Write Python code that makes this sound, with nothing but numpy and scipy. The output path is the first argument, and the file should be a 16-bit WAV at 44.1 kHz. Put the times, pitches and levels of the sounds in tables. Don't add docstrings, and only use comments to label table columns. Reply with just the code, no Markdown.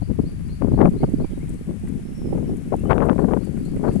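import sys
import numpy as np
from scipy import signal
from scipy.fft import rfft, irfft, next_fast_len
from scipy.io import wavfile
from scipy.ndimage import uniform_filter1d, map_coordinates

SR = 44100
rng = np.random.default_rng(int(sys.argv[2]) if len(sys.argv) > 2 else 0)


def store_pcm(level_fs):
    pcm = np.round(np.clip(level_fs, -1, 1) * 32767).astype(np.int16)
    wavfile.write(sys.argv[1], SR, np.atleast_2d(pcm).T)


N = 176400
TIME_S = np.arange(N) / SR


def amp(db):
    return 10 ** (np.asarray(db) / 20)


def unit(x):
    return x / np.sqrt(np.mean(x ** 2) + 1e-20)


def along(points, hz):
    f, values = np.transpose(points)
    return np.interp(np.log(hz + 1), np.log(f + 1), values)


def curves(rows):
    times, *columns = np.transpose(rows)
    return [np.interp(TIME_S, times, column) for column in columns]


def wobble(rate_hz):
    return map_coordinates(rng.standard_normal(4096), [TIME_S * rate_hz], mode="wrap")


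def filtered(x, response):
    size = next_fast_len(N + 8192)
    return irfft(rfft(x, size) * response(np.fft.rfftfreq(size, 1 / SR)), size)[..., :N]


def noise(spectrum):
    return filtered(rng.standard_normal(N) * np.sqrt(SR / 2), lambda hz: amp(along(spectrum, hz)))


def strikes(rows, attack_s, t60_s):
    envelope = np.zeros(N)
    for onset, db in rows:
        age = np.maximum(TIME_S - onset, 0)
        envelope += amp(db - np.minimum(60 * age / t60_s, 200)) * (1 - np.exp(-age / attack_s))
    return envelope


def evened(band, span_s=0.041, share=0.34):
    power = np.abs(uniform_filter1d(band ** 2, int(span_s * SR))) + 1e-20
    return unit(band / power ** (share / 2)) * band.std()


# t/s, strength/dB, added deep rumble/dB
FLOW_LEFT = [(0,-48,6),(.28,-34.5,-1.5),(.52,-39.5,2.5),(.6,-43,-8),(.63,-30,-2.5),(.77,-27.5,13),(.81,-8,-7.5),(.885,-12,-4),(.905,-39.5,-6),(1.1,-41.5,-6),(1.33,-52.5,-6),(1.45,-41.5,-1),(1.62,-53.5,-10),(1.72,-42.5,-8),(1.8,-50.5,0),(2,-42,-5.5),(2.14,-51.5,-14),(2.38,-27,-2),(2.66,-42,-8),(2.82,-36,2.5),(2.91,-27,2.5),(3.02,-18.5,2.5),(3.11,-16.5,0),(3.15,-29,0.5),(3.37,-34.5,-3.5),(3.42,-32,-4.5),(3.7,-29,-11),(3.81,-27.5,-10),(3.87,-38,-13),(4,-27.5,-2)]
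FLOW_RIGHT = [(0.0, -56, 1), (0.18, -49, -2), (0.25, -44.5, 3), (0.42, -51.5, 3), (0.67, -46, 1),
              (0.78, -44.5, 10), (1.0, -37.5, 7), (1.22, -40, 14), (1.33, -55.5, 6.5), (1.7, -39, -2),
              (1.77, -65.5, -2), (1.9, -45.5, -5.5), (2.3, -34, 5), (2.6, -48, -4), (2.8, -41, 8),
              (3.07, -56.5, -8), (3.48, -56, -4), (3.6, -44, 5.5), (4.0, -46, 8)]
# t/s, width/s, added strength/dB
PUFFS_LEFT = [(0.026,0.026,20.5),(0.108,0.044,22),(.198,0.023,27),(0.241,0.011,12),(.621,0.017,19),(.646,0.021,17.5),(.666,0.0095,11),(0.684,0.017,11.5),(0.72,0.0064,10),(0.742,.014,12.5),(0.786,0.016,7.5),(0.953,.04,12.5),(1.019,0.038,14),(1.043,0.016,25.5),(1.209,0.052,22),(1.377,0.017,16.5),(1.435,0.023,13),(1.504,0.021,10),(1.542,0.048,14.5),(1.613,0.012,17.5),(1.687,0.031,9),(1.731,0.09,13),(1.895,0.072,16.5),(1.958,0.033,10),(2.121,0.0073,16.5),(2.219,0.0054,18),(2.5,0.0094,9),(2.735,0.032,20),(2.838,0.0054,8.5),(2.857,0.011,11),(2.913,0.034,18.5),(3.162,0.005,7.5),(3.195,0.019,16.5),(3.225,0.028,13),(3.248,0.021,14.5),(3.29,0.011,16.5),(3.331,0.057,18),(3.372,0.011,16.5),(3.841,0.016,7),(3.862,0.029,12),(3.885,0.025,18.5),(3.959,0.012,18)]
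PUFFS_RIGHT = [(0.089, 0.026, 12), (0.23, 0.069, 9.3), (0.327, 0.016, 17), (0.519, 0.059, 7.4),
               (0.735, 0.026, 18.3), (0.811, .012, 11), (0.856, 0.036, 18), (0.924, 0.012, 13.2),
               (1.033, 0.0075, 25.8), (1.09, 0.023, 9.3), (1.144, 0.016, 13.7), (1.247, 0.02, 20),
               (1.325, 0.043, 19.3), (1.387, 0.068, 9.7), (1.481, 0.081, 8.8), (1.725, 0.01, 11),
               (1.836, 0.055, 24.3), (1.997, 0.01, 9.2), (2.251, 0.021, 3.8), (2.33, 0.013, 13),
               (2.523, 0.081, 10.8), (3.013, 0.013, 11), (3.144, 0.072, 8.7), (3.263, 0.018, 10),
               (3.319, 0.061, 14.4), (3.578, 0.018, 8.4), (3.769, 0.019, 17.7), (3.927, 0.03, 11)]
# t/s, corner shift/octaves
FINENESS_LEFT = [(0,-0.42),(.8,-0.17),(1.3,0.01),(2,-0.11),(2.6,0.26),(3.05,0.39),(3.35,0.06),(3.45,-0.12),(3.79,-0.41),(3.85,0.83),(3.96,0.11)]
FINENESS_RIGHT = [(0,-0.048),(2,-0.0033),(4,-0.069)]
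# f/Hz, gain/dB
PORT_LEFT = [(10, -32), (30, -1), (60, 2.5), (110, -2), (160, 3.5), (220, 2), (300, 1), (420, -0.5),
             (600, -2.5), (780, -2), (1500, 1.5), (3000, -3.5), (6000, -3.5)]
PORT_RIGHT = [(10, -7), (30, -1), (60, -7), (120, -8.5), (190, -0.5), (300, 2), (420, 1), (570, 1),
              (700, 1), (1500, -4), (3000, 15), (6000, -14)]
REF_STRENGTH_DB, SWAY_DB, FLICKER_DB = -30, 2, 4
EDDY_DB, EDDY_DB_PER_DB = -46, 0.32
BASE_CORNER_HZ, STRENGTH_DB_PER_OCTAVE, STEEPNESS = 291.7, 17, 7.24


def buffet(flow, puffs, fineness, port):
    flow_db, rumble_db = curves(flow)
    strength_db = flow_db - REF_STRENGTH_DB + SWAY_DB * wobble(40)
    for centre, width, db in puffs:
        strength_db += db * 0.5 ** np.minimum((2 * (TIME_S - centre) / width) ** 2, 20)
    tearing_db = np.maximum(FLICKER_DB + 0.017 * strength_db, 0) * wobble(190)
    octaves = curves(fineness)[0] + (strength_db + tearing_db) / STRENGTH_DB_PER_OCTAVE
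    corner_hz = BASE_CORNER_HZ * 2 ** octaves
    centres_hz = 80 * 2 ** (np.arange(14) / 2)
    band_shapes = [np.c_[centres_hz, weights] for weights in np.eye(len(centres_hz))]
    bands = filtered(noise(port), lambda hz: np.array([along(shape, hz) for shape in band_shapes]))
    bands[:2] *= amp(rumble_db)
    eddies = sum(evened(band) / np.sqrt(1 + (hz / corner_hz) ** STEEPNESS)
                 for hz, band in zip(centres_hz, bands))
    return amp(EDDY_DB + EDDY_DB_PER_DB * strength_db) * eddies


# f/Hz, level per Hz/dB
AIR_LEFT = [(100, -96), (700, -86), (1100, -90), (2200, -87.5), (3300, -95), (4200, -98.5), (6000, -97.5),
            (8200, -94.5), (9500, -95.5), (10600, -90), (11700, -99), (13000, -110), (14000, -122)]
AIR_RIGHT = [(100, -94), (600, -85), (1000, -91), (2200, -92.5), (3500, -100), (5500, -106), (8000, -114),
             (11000, -118), (14000, -128)]
# t/s, relative level/dB
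HISS_DRIFT = [(0.0, -64), (1.47, -60), (1.49, -57), (1.61, -61.5), (2.7, -59.5), (3.82, -59.5),
              (3.97, -53.5), (4.0, -59)]


def air():
    drift_db, = curves(HISS_DRIFT)
    steady = np.array([noise(AIR_LEFT), noise(AIR_RIGHT)])
    drifting = filtered(steady, lambda hz: along([(4500, 0.27), (7000, 0.4)], hz))
    gain = amp(drift_db - drift_db.mean() + 0.6 * wobble(30))
    return steady + drifting * (gain - 1)


def sing(notes, waver_depth, pitch_scatter=0.0079, rasp_db=1):
    song = np.zeros(N)
    waver = 1 + waver_depth * wobble(250)
    for onset, length, *pitches_hz, db in notes:
        on = (TIME_S >= onset) & (TIME_S < onset + length)
        progress = (TIME_S[on] - onset) / length
        glide_hz = np.polyval(np.polyfit([0, 0.5, 1], pitches_hz, 2), progress)
        pitch_hz = glide_hz * waver[on] * (1 + pitch_scatter * rng.uniform(-0.99, 1))
        song[on] += amp(db) * np.sin(np.pi * progress) * np.sin(2 * np.pi * np.cumsum(pitch_hz) / SR)
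    return song * unit(amp(rasp_db * wobble(400)))


# t/s, level/dB, upsweep pitch ratio, added level of small notes/dB
CHIRPS = [(.003,-56,1.04,-3),(.243,-53.5,1.03,-1),(0.485,-52,1.02,-1),(0.717,-58,.99,2),(.968,-52.5,1,-0.5),(1.19,-58,1.03,3),(3.17,-58,1,-1),(3.389,-54,1.04,-1),(3.625,-55.5,1,4),(3.859,-54,1.03,2)]
# delay/s, length/s, start f/Hz, middle f/Hz, end f/Hz, gain/dB
CHIRP_NOTES = [(-.05,.025,4500,4450,4350,-6.5),(-.027,.025,4800,4870,4750,-6),(0.043,0.042,4400,4730,4750,-6.5)]
# t/s, gain/dB
CHIRP_DIRECT = [(1, 0), (3, -6)]
# t/s, length/s, start f/Hz, middle f/Hz, end f/Hz, level/dB
WHISTLES = [(1.005,0.035,2100,2180,2250,-52),(1.232,0.033,2480,2360,2200,-53),(1.285,0.075,3800,3270,2700,-62),(1.31,0.083,3740,3830,3700,-63),(1.395,0.047,1950,2200,2580,-53),(1.5,0.14,4580,4430,4130,-66),(2.02,0.11,5100,5300,5380,-60),(2.14,0.046,5450,5500,5340,-53.5),(2.175,0.16,5450,5220,5210,-58.5),(2.36,.06,6350,6380,6270,-67),(2.44,0.036,3100,3000,2900,-58),(2.46,0.048,5480,5500,5540,-62),(2.76,0.081,2450,2720,3030,-55.5),(2.85,0.037,3030,3020,3070,-55)]
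SWEEP_S, SWEEP_HZ = 0.054, (3850, 4330, 4800)
ECHO_T60_S, WHISTLE_ECHO_DB = 0.55, -2.5
DIRECT_LR_DB, ECHO_LR_DB = (0, -13), (1.5, -8)


def birds():
    sweeps = [(onset, SWEEP_S, *np.multiply(SWEEP_HZ, ratio), db) for onset, db, ratio, _ in CHIRPS]
    small_notes = [(onset + delay, length, *pitches_hz, db + added_db + note_db)
                   for onset, db, _, added_db in CHIRPS
                   for delay, length, *pitches_hz, note_db in CHIRP_NOTES]
    chirps = sing(sweeps + small_notes, waver_depth=0.01)
    whistles = sing(WHISTLES, waver_depth=0.0048)
    direct = chirps * amp(curves(CHIRP_DIRECT)[0]) + whistles
    tail = rng.standard_normal((2, SR // 2)) * amp(-60 * TIME_S[:SR // 2] / ECHO_T60_S)
    tail /= np.linalg.norm(tail[0])
    into_trees = chirps + amp(WHISTLE_ECHO_DB) * whistles
    echo = signal.fftconvolve(into_trees[None], tail, axes=1)[:, :N]
    return np.outer(amp(DIRECT_LR_DB), direct) + amp(ECHO_LR_DB)[:, None] * echo


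# t/s, level/dB
POPS = [(.02,-11.5),(2.722,-13),(2.738,-1)]
# f/Hz, gain/dB
POP_COLOUR = [(100,-37),(400,4),(600,13.5),(760,-3.5),(900,-6.5),(1500,-42),(3000,-54),(6000,-75)]


def pops():
    return strikes(POPS, attack_s=0.0036, t60_s=0.024) * unit(noise(POP_COLOUR))


# t/s, f/Hz, peak level/dB
THUMPS_LEFT = [(.109,175.2,-17),(.201,230,-9.5),(.647,239.4,-1.5),(.74,230,-9),(.8,280.3,-10),(.816,272,0.5),(.833,215,-3.5),(.847,164.8,-4),(.89,175.1,-3.5),(1.209,260,-9.5),(2.742,680,-6),(3.108,185,-3),(3.24,210,-10.5),(3.251,186.7,-5.5),(3.894,175,-5.5),(3.966,200,-7.5)]
THUMPS_RIGHT = [(.748,150,-13),(.849,280,-5),(1.035,290,-11),(1.044,110,-14),(1.093,165,-16.5),(1.14,235,-6.5)]


def thumps(rows, rise_cycles=0.69, fall_cycles=1.47, waver_depth=0.1228):
    pressure = np.zeros(N)
    wavering_s = np.cumsum(1 + waver_depth * wobble(200)) / SR
    for centre, hz, db in rows:
        near = np.abs(TIME_S - centre) < 0.05
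        cycles = (TIME_S[near] - centre) * hz
        swell = np.exp(-(cycles / np.where(cycles < 0, rise_cycles, fall_cycles)) ** 2)
        pressure[near] += amp(db) * swell * np.sin(2 * np.pi * (hz * wavering_s[near] + rng.random()))
    return pressure


# t/s, level/dB
TICKS = [(.478,-50),(1.095,-47.5),(1.492,-43),(1.54,-49),(1.795,-47),(1.868,-49),(1.882,-46),(2.567,-44.5),(2.763,-45.5),(2.792,-43),(2.915,-50),(3.055,-44.5),(3.193,-45.5),(3.445,-42),(3.652,-43),(3.76,-49),(3.955,-41)]
# f/Hz, gain/dB
CRISP_COLOUR = [(2000, -25), (5500, -10.5), (7500, 7.5), (10500, 6), (13000, -8), (15000, -35)]


def ticks():
    crackle = unit(noise(CRISP_COLOUR) * amp(3.1 * wobble(600)))
    return strikes(TICKS, attack_s=0.00077, t60_s=0.05) * crackle


# t/s, level/dB
HOOVES = [(.485, -53.5), (1.245, -59), (1.425, -61), (1.872, -48.5), (2.45, -58), (2.724, -50), (3.43, -50),
          (3.565, -47.5), (3.763, -50), (3.91, -47)]
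# f/Hz, gain/dB
DIRT_COLOUR = [(100, -26), (400, -15), (1200, 4), (2300, 3.5), (4000, -16), (8000, -39)]


def hooves():
    grit = unit(noise(DIRT_COLOUR) * amp(0.78 * wobble(400)))
    return strikes(HOOVES, attack_s=0.00095, t60_s=0.11) * grit


# t/s, peak level/dB
SNAPS = [(0.622,-22),(0.813,-6),(0.816,-10.5),(0.857,-8),(2.897,-15),(2.91,-7.5),(2.915,-7),(2.931,-6),(2.981,-5),(3.005,-11.5),(3.087,-16),(3.097,-6.5),(3.131,-14.5),(3.182,-17),(3.336,-9.5)]
# f/Hz, gain/dB
SNAP_COLOUR = [(60,-3),(300,2.5),(800,4),(1500,-5),(2500,-13),(4000,-35),(6000,-43),(9000,-62)]


def snaps(decay_s=0.00094, raggedness=0.2):
    kicks, age = np.zeros(N), TIME_S[:SR // 100]
    for onset, db in SNAPS:
        tear = raggedness * rng.standard_normal(len(age)) * np.exp(-age / decay_s)
        tear[0] += rng.choice([-1, 1])
        kicks[round(onset * SR):][:len(age)] += amp(db) * tear
    colour = lambda hz: amp(along(SNAP_COLOUR, hz))
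    impulse_peak = colour(np.fft.rfftfreq(N, 1 / SR)).mean()
    return filtered(kicks, colour) / impulse_peak


# t/s, level/dB
CRUNCH_LEVEL = [(0,-74),(.8,-71),(.86,-55),(.94,-64),(2.7,-67),(2.9,-62),(3.3,-58),(3.8,-61),(3.93,-54),(4,-60)]


def crunch(grains_per_s=1100, spread_db=4, clump_db=1.5):
    grains = (rng.random(N) < grains_per_s / SR) * rng.choice([-1, 1], N)
    sizes = amp(spread_db * rng.standard_normal(N))
    clumps = amp(clump_db * wobble(45))
    rustle = filtered(grains * sizes * clumps, lambda hz: amp(along(CRISP_COLOUR, hz)))
    return amp(curves(CRUNCH_LEVEL)[0]) * unit(rustle)


# t/s, level/dB
RINGS = [(1.37, -58), (1.48, -50), (1.535, -59), (1.64, -61), (1.7, -57), (1.83, -55), (1.93, -62)]


def tack_rings(pitch_hz=8235):
    tone = np.sin(2 * np.pi * pitch_hz * TIME_S + 1.2 * wobble(130))
    return strikes(RINGS, attack_s=0.005, t60_s=0.35) * tone


HOOF_LR_DB, LITTER_TACK_LR_DB = (0, -2.5), (0, -39)


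def scene():
    wind = np.array([buffet(FLOW_LEFT, PUFFS_LEFT, FINENESS_LEFT, PORT_LEFT),
                     buffet(FLOW_RIGHT, PUFFS_RIGHT, FINENESS_RIGHT, PORT_RIGHT)])
    wind += np.array([thumps(THUMPS_LEFT), thumps(THUMPS_RIGHT)])
    wind[0] += snaps() + pops()
    background = air()
    horse = np.outer(amp(HOOF_LR_DB), hooves())
    horse += np.outer(amp(LITTER_TACK_LR_DB), ticks() + tack_rings() + crunch())
    return wind + background + horse + birds()


BAND_LIMIT_HZ = 14100


def record(dry):
    rounded = dry / (1 + np.abs(dry) ** 8) ** (1 / 8)
    return filtered(rounded, lambda hz: hz < BAND_LIMIT_HZ)


dry = scene()
out = record(dry)
store_pcm(out)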